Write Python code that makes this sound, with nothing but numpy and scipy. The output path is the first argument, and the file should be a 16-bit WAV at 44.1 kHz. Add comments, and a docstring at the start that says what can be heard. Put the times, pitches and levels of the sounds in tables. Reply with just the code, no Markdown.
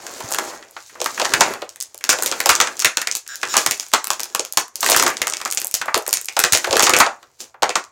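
"""Creases snap in stiff clear plastic packaging as hands pull it apart and crush it.
Each crease that buckles releases its elastic energy as a crack, a bright edge, a knock and the pop
of the panel around it. Between snaps the film rubs, small creases crackle, folds creak by stick-slip
and the hands thud on lap and chair. A small furnished room answers with early echoes and a short
tail, over a faint hush."""
import sys
import numpy as np
from scipy import signal
from scipy.fft import rfft, irfft, next_fast_len
from scipy.io import wavfile

SR = 44100
rng = np.random.default_rng(int(sys.argv[2]) if len(sys.argv) > 2 else 0)


def put_to_file(sound):
    """Save the sound as 16-bit audio at rate SR, in the file named by the first command-line argument."""
    columns = np.atleast_2d(sound).T  # one column per channel
    safe = np.clip(columns, -1, 1)
    whole_steps = np.round(safe * 32767)
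    wavfile.write(sys.argv[1], SR, whole_steps.astype(np.int16))


N = 348831


def from_db(db):
    """Amplitude ratio of a level: a factor of ten per 20 dB."""
    return 10 ** (np.asarray(db) / 20)


def rms_one(x):
    """Normalisation to unit mean power."""
    return x / np.sqrt(np.mean(x ** 2) + 1e-20)


def peak_one(x):
    """Normalisation to unit peak amplitude, row by row."""
    return x / (np.abs(x).max(axis=-1, keepdims=True) + 1e-20)


def at_hz(points, hz, column=1):
    """Interpolation of a table along a logarithmic frequency axis."""
    points = np.array(points)
    return np.interp(np.log(hz + 1), np.log(points[:, 0]), points[:, column])


def colour(x, points):
    """Zero-phase filtering by a curve of f/Hz, level/dB."""
    size = next_fast_len(len(x))
    gain = from_db(at_hz(points, np.fft.rfftfreq(size, 1 / SR)))
    return irfft(rfft(x, size) * gain, size)[:len(x)]


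def band(x, low_hz, high_hz, order=2):
    """Causal band-pass filtering."""
    sos = signal.butter(order, [low_hz, min(high_hz, .45 * SR)], "band", fs=SR, output="sos")
    return signal.sosfilt(sos, x + 1e-18)


def ring(x, hz, t60):
    """Damped harmonic oscillator driven by x; its free vibration falls 60 dB in t60 seconds."""
    r, w = from_db(-60 / (t60 * SR)), 2 * np.pi * hz / SR
    return signal.lfilter([0, np.sin(w)], [1, -2 * r * np.cos(w), r * r], x + 1e-18)


# Spectrum of the still room: f/Hz, relative spectral level/dB
HUSH_SPECTRUM = [(24, -44), (40, 43), (140, 44), (337, -42), (663, -8.5), (1210, -65), (3060, -64),
                 (8340, -24.5), (11300, 12.5), (16000, 14.5)]

def hush(level_db=-69):
    """Stationary background noise, with most of its power in the bass."""
    return from_db(level_db) * rms_one(colour(rng.standard_normal(N), HUSH_SPECTRUM))


# Early reflections from walls and ceiling: delay/s, level/dB
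EARLY_ECHOES = [(.0088, -12), (0.0105, -39.5), (0.018, -35.5), (.0245, -43)]
# Reverberant tail: f/Hz, relative level/dB, T60/s
REVERB_BANDS = [(148.6, -21.5, 0.14), (430, -1.5, 0.12), (1000, -12, 0.26), (2200, -5, 0.17),
                (3740, -10.5, 0.15), (7020, -16.5, 0.26), (9100, -13, 0.17), (13000, -17, 0.12)]

def reflections(smear_t60=.0078):
    """Impulse response: rough surfaces scatter each echo, then a diffuse field decays band by band."""
    t = np.arange(round(.4 * SR)) / SR
    response = np.zeros(len(t))
    for delay, db in EARLY_ECHOES:
        decay = (t >= delay) * from_db(-60 * np.maximum(t - delay, 0) / smear_t60)
        smear = rng.standard_normal(len(t)) * decay
        response += from_db(db) * smear / np.sqrt(np.sum(smear ** 2))
    edges_hz = 60 * 2 ** np.arange(0, 8.6, .5)   # half octaves
    build_up = np.clip((t - .006) / .00096, 0, 1)
    for low, high in zip(edges_hz, edges_hz[1:]):
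        hz = np.sqrt(low * high)
        decay = from_db(at_hz(REVERB_BANDS, hz) - 60 * t / at_hz(REVERB_BANDS, hz, column=2))
        response += .063 * build_up * decay * band(rng.standard_normal(len(t)), low, high)
    return response


def room(x, positions=8, moves_per_s=10):
    """Time-varying convolution: the moving packaging fades from one set of reflections to the next."""
    position = np.arange(N) / SR * moves_per_s % positions
    out = x.copy()
    for k in range(positions):
        distance = np.abs((position - k + positions / 2) % positions - positions / 2)
        power_share = np.clip(1 - distance, 0, 1)
        out += signal.oaconvolve(x * np.sqrt(power_share), reflections())[:N]
    return out


# Hands knocking on lap and chair: t/s, peak level/dB, f/Hz
HAND_KNOCKS = [(0.239, -14.5, 109.6), (1.34, -15, 136), (2.494, -10.5, 73), (2.853, -15.5, 111),
               (3.468, -34, 127), (3.556, -39, 90.4), (3.678, -18, 123), (5.025, -30, 125.7),
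               (5.206, -27.5, 137), (5.802, -33, 129), (5.943, -18, 88.8), (6.526, -6.5, 91),
               (6.694, -13.5, 91.5), (6.994, -28, 78.1)]

def thuds(cycles=7):
    """Soft impact: a smooth force pulse excites one low, heavily damped mode."""
    out = np.zeros(N)
    for start, db, hz in HAND_KNOCKS:
        i = round(start * SR)
        force = np.zeros(min(N - i, 9000))
        force[:200] = np.hanning(200)   # 4.5 ms of contact
        out[i:i + len(force)] += from_db(db) * peak_one(ring(force, hz, cycles / hz))
    return out


def flicker(per_s, depth_db):
    """Random amplitude modulation: the level glides between normally distributed values."""
    steps = rng.standard_normal(round(N / SR * 60) + 2)
    return from_db(depth_db * np.interp(np.arange(N) / SR * per_s, np.arange(len(steps)), steps))


def grains(per_s, spread_db, pitches_hz, cycles):
    """Shot noise: random impulses of uneven size, each exciting one short resonance."""
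    sizes = from_db(spread_db * np.minimum(rng.exponential(1, N), 4)) * rng.choice([-1, 1], N)
    impulses = sizes * (rng.random(N) < per_s / SR)
    mode = rng.integers(0, len(pitches_hz), N)
    return rms_one(sum(ring(impulses * (mode == k), hz, cycles / hz) for k, hz in enumerate(pitches_hz)))


def stirred(steady_db, snap_times, stir_db, t60=.14):
    """Incoherent addition: the gain of a steady power plus the decaying power that each snap leaves."""
    jolts = np.zeros(N)
    jolts[np.round(snap_times * SR).astype(int)] = from_db(2 * stir_db)
    settling = signal.lfilter([1], [1, -from_db(-120 / (t60 * SR))], jolts + 1e-18)
    return np.sqrt(from_db(2 * steady_db) + settling)


# Course of the handling: t/s, rubbing level/dB, panel rumble level/dB
HANDLING_LEVELS = [(0,-49,-38.5),(.12,-41.5,-38),(.48,-39,-32.5),(.66,-60,-50),(.85,-46.5,-68),(.98,-57.5,-44),(1.1,-38.5,-43.5),(1.47,-38,-21),(1.7,-64.5,-57.5),(2.02,-62,-66),(2.14,-38.5,-32),(2.65,-44,-37.5),(3.2,-67,-70.5),(3.6,-33.5,-34),(3.9,-52.5,-64),(4.3,-50.5,-48.5),(4.72,-74.5,-63.5),(4.86,-23.5,-31),(5.07,-31.5,-21.5),(5.17,-51,-39),(5.7,-53,-59),(6.3,-54.5,-67),(6.75,-35.5,-31.5),(7.0,-46,-21.5),(7.17,-67.5,-54),(7.385,-66,-68),(7.408,-36,-43),(7.55,-81,-72),(7.91,-78,-60)]
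# Film sliding on film: f/Hz, relative spectral level/dB
FRICTION_SPECTRUM = [(1500, -31), (2600, -11.5), (4300, -4), (5300, -5.5), (6800, -3.5), (8500, -5.5),
                     (11000, -4), (16000, -13.5)]

def handling():
    """Friction and flexure: film rubs, small creases tick, panels bend with the cloth under them."""
    times, *levels = np.transpose(HANDLING_LEVELS)
    rub_db, rumble_db = [np.interp(np.arange(N) / SR, times, db) for db in levels]
    rub = rms_one(colour(rng.standard_normal(N), FRICTION_SPECTRUM)) * flicker(per_s=40, depth_db=2.5)
    creases = grains(per_s=500, spread_db=4, pitches_hz=np.geomspace(5500, 15000, 6), cycles=6)
    panels = grains(per_s=2500, spread_db=4, pitches_hz=np.geomspace(330, 2400, 10), cycles=6.2)
    cloth = grains(per_s=170, spread_db=1, pitches_hz=np.geomspace(60, 200, 4), cycles=8.1)
    snap_times, _, pop_db, crack_db, _ = np.transpose(BUCKLING_CREASES)
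    film_gain = stirred(rub_db, snap_times, crack_db - 26)
    flex_gain = stirred(rumble_db, snap_times, pop_db - 18)
    return film_gain * (rub + creases) + flex_gain * (panels + from_db(-11) * cloth)


# Creaking folds: start t/s, end t/s, first and last slip rate/Hz, panel level/dB, film level/dB
SLIPPING_FOLDS = [(3.29, 3.353, 230, 280, -28, -29), (3.4925, 3.536, 210, 370, -32, -21)]
# Modes of a fold, the panel's first, then the film's: f/Hz, T60/s, relative level/dB
FOLD_MODES = [(1650, .012, 0), (3950, .006, -8), (5500, .005, -2), (7000, .006, -2), (14500, .003, -5)]

def creaks(unevenness=.2):
    """Stick-slip friction: a fold yields in quick, nearly periodic slips that ring panel and film."""
    (panel_hz, panel_t60, _), *film_modes = FOLD_MODES
    out = np.zeros(N)
    for start, stop, first_rate, last_rate, panel_db, film_db in SLIPPING_FOLDS:
        i = round(start * SR)
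        n = round(stop * SR) - i
        jitter = np.repeat(rng.standard_normal(n), 150)[:n]
        slip_rate = np.linspace(first_rate, last_rate, n) * from_db(8.7 * unevenness * jitter)
        slip_count = np.floor(np.cumsum(slip_rate / SR))
        slips = np.diff(slip_count, prepend=-1) * from_db(rng.normal(0, 1.5, n))
        slips = np.pad(slips, (0, 600))   # time to ring out
        panel = band(ring(slips, panel_hz, panel_t60), .75 * panel_hz, 1.4 * panel_hz)
        film = sum(from_db(db) * ring(slips, hz, t60) for hz, t60, db in film_modes)
        out[i:i + len(slips)] += from_db(panel_db) * panel + from_db(film_db) * film
    return out


def bursts(noise, release_s):
    """Broadband transients, one per row: noise swells and decays, and its spectrum is whitened."""
    age = np.arange(noise.shape[1]) / SR / release_s[:, None]
    envelope = (1 - np.exp(-age / .038)) * from_db(-60 * age)
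    spectrum = rfft(noise * envelope)
    whitened = irfft(spectrum / (np.abs(spectrum) + 1e-20), noise.shape[1])
    return whitened * envelope ** .3   # trims what whitening spreads in time


def panel_pops(kicks, pitches_hz, cycles=9):
    """Forced vibration: each kicked panel rings at its pitch over a broader body reaching below it."""
    tones = [ring(kick, hz, cycles / hz) for kick, hz in zip(kicks, pitches_hz)]
    bodies = [band(kick, hz / 2.4, hz * 1.7, order=3) for kick, hz in zip(kicks, pitches_hz)]
    return peak_one(np.array(tones)) + .91 * peak_one(np.array(bodies))


# Snaps of the creases: t/s, panel f/Hz, pop level/dB, crack level/dB, bright edge level/dB
BUCKLING_CREASES = [(0.066,1700,-27,-18,-20),(0.2029,1005,-23,-30,-21.5),(.3084,900,-24.5,-38,-10),(0.3173,910,-17,-30,-7),(.323,1190,-45,-10,-7),(.337,1220,-23.5,-9.5,-12.5),(0.3457,1510,-12.5,-16,-3),(0.385,1170,-9.5,-11.5,-11),(.6254,1900,-29.5,-38,-52),(0.7106,1210,-60,-50,-23),(0.7648,1230,-20.5,-33,-43),(0.894,2040,-36,-48,-41),(0.953,1190,-29.5,-57,-50),
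                    (1.002,500,-21.5,-17.5,-28),(1.0152,622,-14,-9,-13),(1.0434,647,-23.5,-10,-6),(1.0595,1260,-9,-14,-7),(1.1773,1770,-14.5,-44,-33),(1.1969,1005,-12,-11.5,-16),(1.2153,640,-9,-14,-24.5),(1.2465,960,-14.5,-11.5,-34),(1.253,1860,-13,-10,-17.5),(1.3191,1280,-22.5,-27,-29.5),(1.3363,1660,-5,-1.5,-3.5),(1.407,1000,3,3,-9.5),(1.4363,1018,-24,-10.5,-20),(1.5362,1280,-19.5,-23.5,-20),(1.6191,583,-13,-28.5,-30),(1.692,544,-42.5,-18.5,-24),(1.7596,2150,-34.5,-27,-17.5),(1.803,2260,-49,-14.5,-8),(1.81,2260,-41,-10,-20),(1.825,1540,-66,-17,-6),(1.9447,572,-33,-27,-14.5),(1.978,1570,-51,-27.5,-16),
                    (2.009,2200,-31,-37,-33),(2.04,1580,-16,-8.5,-3),(2.0918,1490,-1,12.5,-15),(2.1283,1590,-12,-22,-6),(2.1867,580,-17,-18.5,-16),(2.224,1500,-11,-2,7),(2.235,1670,-18,-19,-1.5),(2.2609,530,-16.5,1,8),(2.3143,510,-17.5,-8,-15),(2.323,1370,-13,-16,-25),(2.4028,2200,-8.5,-5.5,-1),(2.44,520,-27,-40,-45),(2.4587,860,-5.5,2,3.5),(2.4915,1355,6,8,12),(2.5524,1490,-14,-0.5,-6.5),(2.6016,1410,0.5,4.5,-5),(2.6117,1270,-6,-0.5,-17),(2.671,1576,-14.5,-15.5,-41),(2.7688,1584,-49,-20,-23),(2.7939,1630,-25,-11,-3),(2.801,1430,-47,-2.5,-26),(2.8205,1440,-18.5,-15,-14),(2.8463,1885,-0.5,5.5,6),(2.9707,1540,-8.5,-0.5,-3.5),
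                    (3.015,1840,-15.5,-14.5,-12),(3.0716,2220,-12,-8.5,-14),(3.1135,2500,-26.5,-4,-19),(3.152,1300,-25,-2.5,1),(3.17,1390,-53,-32,-4),(3.264,1820,-36,-38,-39),(3.2772,1730,-46,-20.5,-15),(3.3569,2080,-44.5,-13,-10),(3.415,2500,-38.5,-23,-30),(3.4298,1650,-8.5,-17,-21),(3.4515,1550,-20.5,-22,-36.5),(3.4743,1640,-36,-22,-32),(3.4862,1710,-39,-19,-35),(3.5391,1260,-10.5,-14,-20),(3.552,1100,-11.5,-25.5,-23),(3.5674,1166,-1,9.5,9.5),(3.662,1250,-7.5,-5,1.5),(3.7106,2195,-12.5,1.5,4),(3.75,1200,-42,-26,-21),(3.777,1200,-40,-20.5,-20),(3.798,980,-28,-4.5,-11),(3.828,1500,-34,-27,-31),(3.865,1500,-39.5,-25,-32),(3.885,1500,-49,-37,-22),(3.917,2150,-35,-29,-24),(3.9293,830,-25,-20,-32.5),(3.9357,1204,1,3.5,-3.5),
                    (4.0429,1240,-22.5,-13,-5),(4.071,1390,-20,-16,-1),(4.1035,1140,-8,-1.5,4.5),(4.133,1740,-22,-12,-22),(4.1955,1190,-19.5,-16,-13),(4.2039,1010,-22,-8,-5),(4.233,2400,-23,-7.5,-3),(4.2555,890,-32.5,-27,-25),(4.3482,1090,-10.5,-7.5,-2),(4.3944,517,-15.5,-5.5,-21),(4.45,1350,-27,-13.5,-11),(4.5245,1410,-46,-15.5,-4.5),(4.536,850,-34,-29,-10),(4.5722,1100,-4.5,4,2),(4.597,1030,-20.5,-30.5,-11.5),(4.681,1980,-41,-41,-26),(4.7566,1400,-37,-10.5,-5),(4.8066,1010,-62.5,-10.5,-4),(4.8103,1200,-56,-25,0),(4.828,1110,-8.5,-14,-9),(4.8443,1700,-22,-6,-8.5),(4.8627,1950,-5.5,-12,1.5),(4.8871,880,-8,-12,-12.5),(4.8992,613,-7.5,1,18.5),(4.9176,750,-3.5,6.5,-3),(4.9437,1750,-4,-26,-24),(4.9636,1320,-2.5,10,14),(4.9964,1296,-7,-4,-11),
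                    (5.025,1270,-3.5,-2,2),(5.036,2020,-13,-21,-3),(5.0633,1320,-6.5,-6.5,-15),(5.0791,1274,-14.5,-9,-3),(5.1015,1950,-17,-33,-14),(5.1687,2440,-23.5,-13,-40),(5.2168,2440,-5,-6.5,-5),(5.2701,1270,-11.5,-10.5,-5.5),(5.2793,2340,-33,-8,-14),(5.299,1360,-39.5,-7.5,-7),(5.323,1000,-22,-14,-32),(5.3358,2440,-18.5,-9.5,-19),(5.369,2400,-22,-10.5,-19),(5.401,1190,-25,-29,-30),(5.414,1160,-21,-19,-19),(5.4512,1140,-27,-7,-12),(5.4563,1300,-10.5,-18.5,-17),(5.476,1300,-30.5,-24,-17.5),(5.5023,1250,-46,-12,-19),(5.512,1270,-54,-11,-4),(5.5244,2140,-18,-7.5,6),(5.548,2370,-54,-28,-3.5),(5.5732,2560,-16,-2,-31),(5.6009,2350,-41,-31,-3),(5.6161,2500,-21,-11,-4.5),(5.6459,945,-24,-21,0),(5.67,850,-43,-19,0),(5.7125,2380,-37,-24,-5),(5.7411,770,-27.5,5.5,10),(5.8137,1470,-13.5,-19,-21),(5.8577,710,-24,-30,-19),(5.8805,1180,-10,-47,-34),(5.9432,1210,-4.5,-0.5,-4),(5.9576,453,-7.5,-24,-19),(5.976,1240,-15,-23,-6.5),
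                    (6.024,520,-51,-29,-16),(6.0645,1860,-23.5,-17,-14),(6.0782,550,-14.5,-28,2),(6.092,1400,-31.5,-12.5,-17),(6.109,1380,-31,-18.5,-7),(6.1286,1100,-18.5,7,14),(6.1375,2070,-18.5,-24,-0.5),(6.171,2120,-23,-7.5,-8.5),(6.214,1590,-35,-21,-6.5),(6.246,1000,-48,-20,-16),(6.2573,960,-65,-19.5,-5),(6.2846,2540,-18.5,-14,-29),(6.325,1000,-45,-29.5,-25),(6.334,1000,-48,-28,-26),(6.366,890,-10,-10,-15),(6.3909,1630,-2.5,2.5,10),(6.438,1800,-1,6,-3),(6.5232,1940,-8,11,13.5),(6.5337,1920,-4,-6,2.5),(6.5489,642,-9,1,-18),(6.573,1920,-12.5,-3.5,2.5),(6.643,1577,-12.5,-17.5,-17.5),(6.6702,617,-11,-31.5,-22.5),(6.7088,508,-11,-9.5,-24),(6.7273,562,-6,-9.5,-21),(6.7557,468,-5.5,-14.5,-31),(6.7679,1550,-2,-1,3.5),(6.7943,1216,-4.5,3,-17),(6.8043,1210,-9.5,-5.5,-11),(6.8249,1250,-8,1,5),(6.8305,481,-6.5,11,5),(6.8392,1220,-13,-15,-8),(6.8662,1230,-4,-4.5,-17.5),(6.8945,1230,-2.5,-2,3.5),(6.936,2530,1,0.5,-19),(6.965,554,-9.5,5.5,-5),(6.9876,1270,-16,-9,11.5),
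                    (7.0006,1214,5,-0.5,0),(7.062,835,-9,-18,-34),(7.101,1180,-36,-46,-50),(7.228,1270,-36.5,-39,-42),(7.542,950,-32.5,-64,-51),(7.6219,782,-5.5,-16,-20),(7.6306,890,0,-7.5,-13),(7.6927,790,-12.5,-10.5,-37),(7.703,2600,-19.5,-26,-35),(7.7546,1200,-6.5,-4,-30),(7.84,690,-41,-29,-36)]

def snaps(size=2560):
    """Snap-through buckling: a crease releases within milliseconds, cracks and kicks its panel."""
    times, panel_hz, pop_db, crack_db, edge_db = np.transpose(BUCKLING_CREASES)
    knock_db = .51 * crack_db + .49 * pop_db - 1   # the knock lies between pop and crack
    # a crease with little panel behind it lets go faster
    backing_db = np.clip(pop_db - np.maximum(crack_db, edge_db), -22, 0)
    scatter = .32 * rng.standard_normal(len(times))
    release_s = np.maximum(.0205 * np.exp(.0957 * backing_db + scatter), .002)
    shake_s = 2.37 * release_s / np.sqrt(panel_hz / 1000)   # large, low panels shake longer
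    noise = rng.standard_normal((len(times), 4, size))
    pop = band(panel_pops(bursts(noise[:, 0], shake_s), panel_hz), 267, 3020, order=3)
    knock = band(bursts(noise[:, 1], release_s), 2203, 4750, order=3)
    crack = band(bursts(noise[:, 2], release_s), 4600, 9350, order=4)
    edge = band(bursts(noise[:, 3], release_s), 8240, 14600, order=3)
    parts = [(pop, pop_db), (knock, knock_db), (crack, crack_db), (edge, edge_db)]
    sounds = sum(from_db(db)[:, None] * peak_one(part) for part, db in parts)
    out = np.zeros(N + size)
    for i, sound in zip(np.round(times * SR).astype(int), sounds):
        out[i:i + size] += sound
    return out[:N]


# Frequency response of the microphone: f/Hz, level/dB
MIC_RESPONSE = [(30, -15.5), (100, -15), (250, -5), (600, 1), (1500, 3.5), (3200, 3), (5000, 4),
                (7000, 6.5), (9000, -2), (12000, -4.5), (16000, -2)]

def scene():
    """Linear superposition: the sources, filtered by room and microphone, add to the hush."""
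    background = hush()
    sources = snaps() + creaks() + thuds() + handling()
    return (background + colour(room(sources), MIC_RESPONSE))[None]


def record(dry, gain=.84, knee=.84):
    """Saturation and band limiting: the loudest snaps clip softly; deep bass and the top are cut."""
    clipped = gain * dry / (1 + (dry / knee) ** 4) ** .25
    high_pass = signal.butter(2, 60, "high", fs=SR, output="sos")
    low_pass = signal.ellip(12, .5, 70, 16250, fs=SR, output="sos")
    return signal.sosfilt(low_pass, signal.sosfilt(high_pass, clipped))


dry = scene()
out = record(dry)
put_to_file(out)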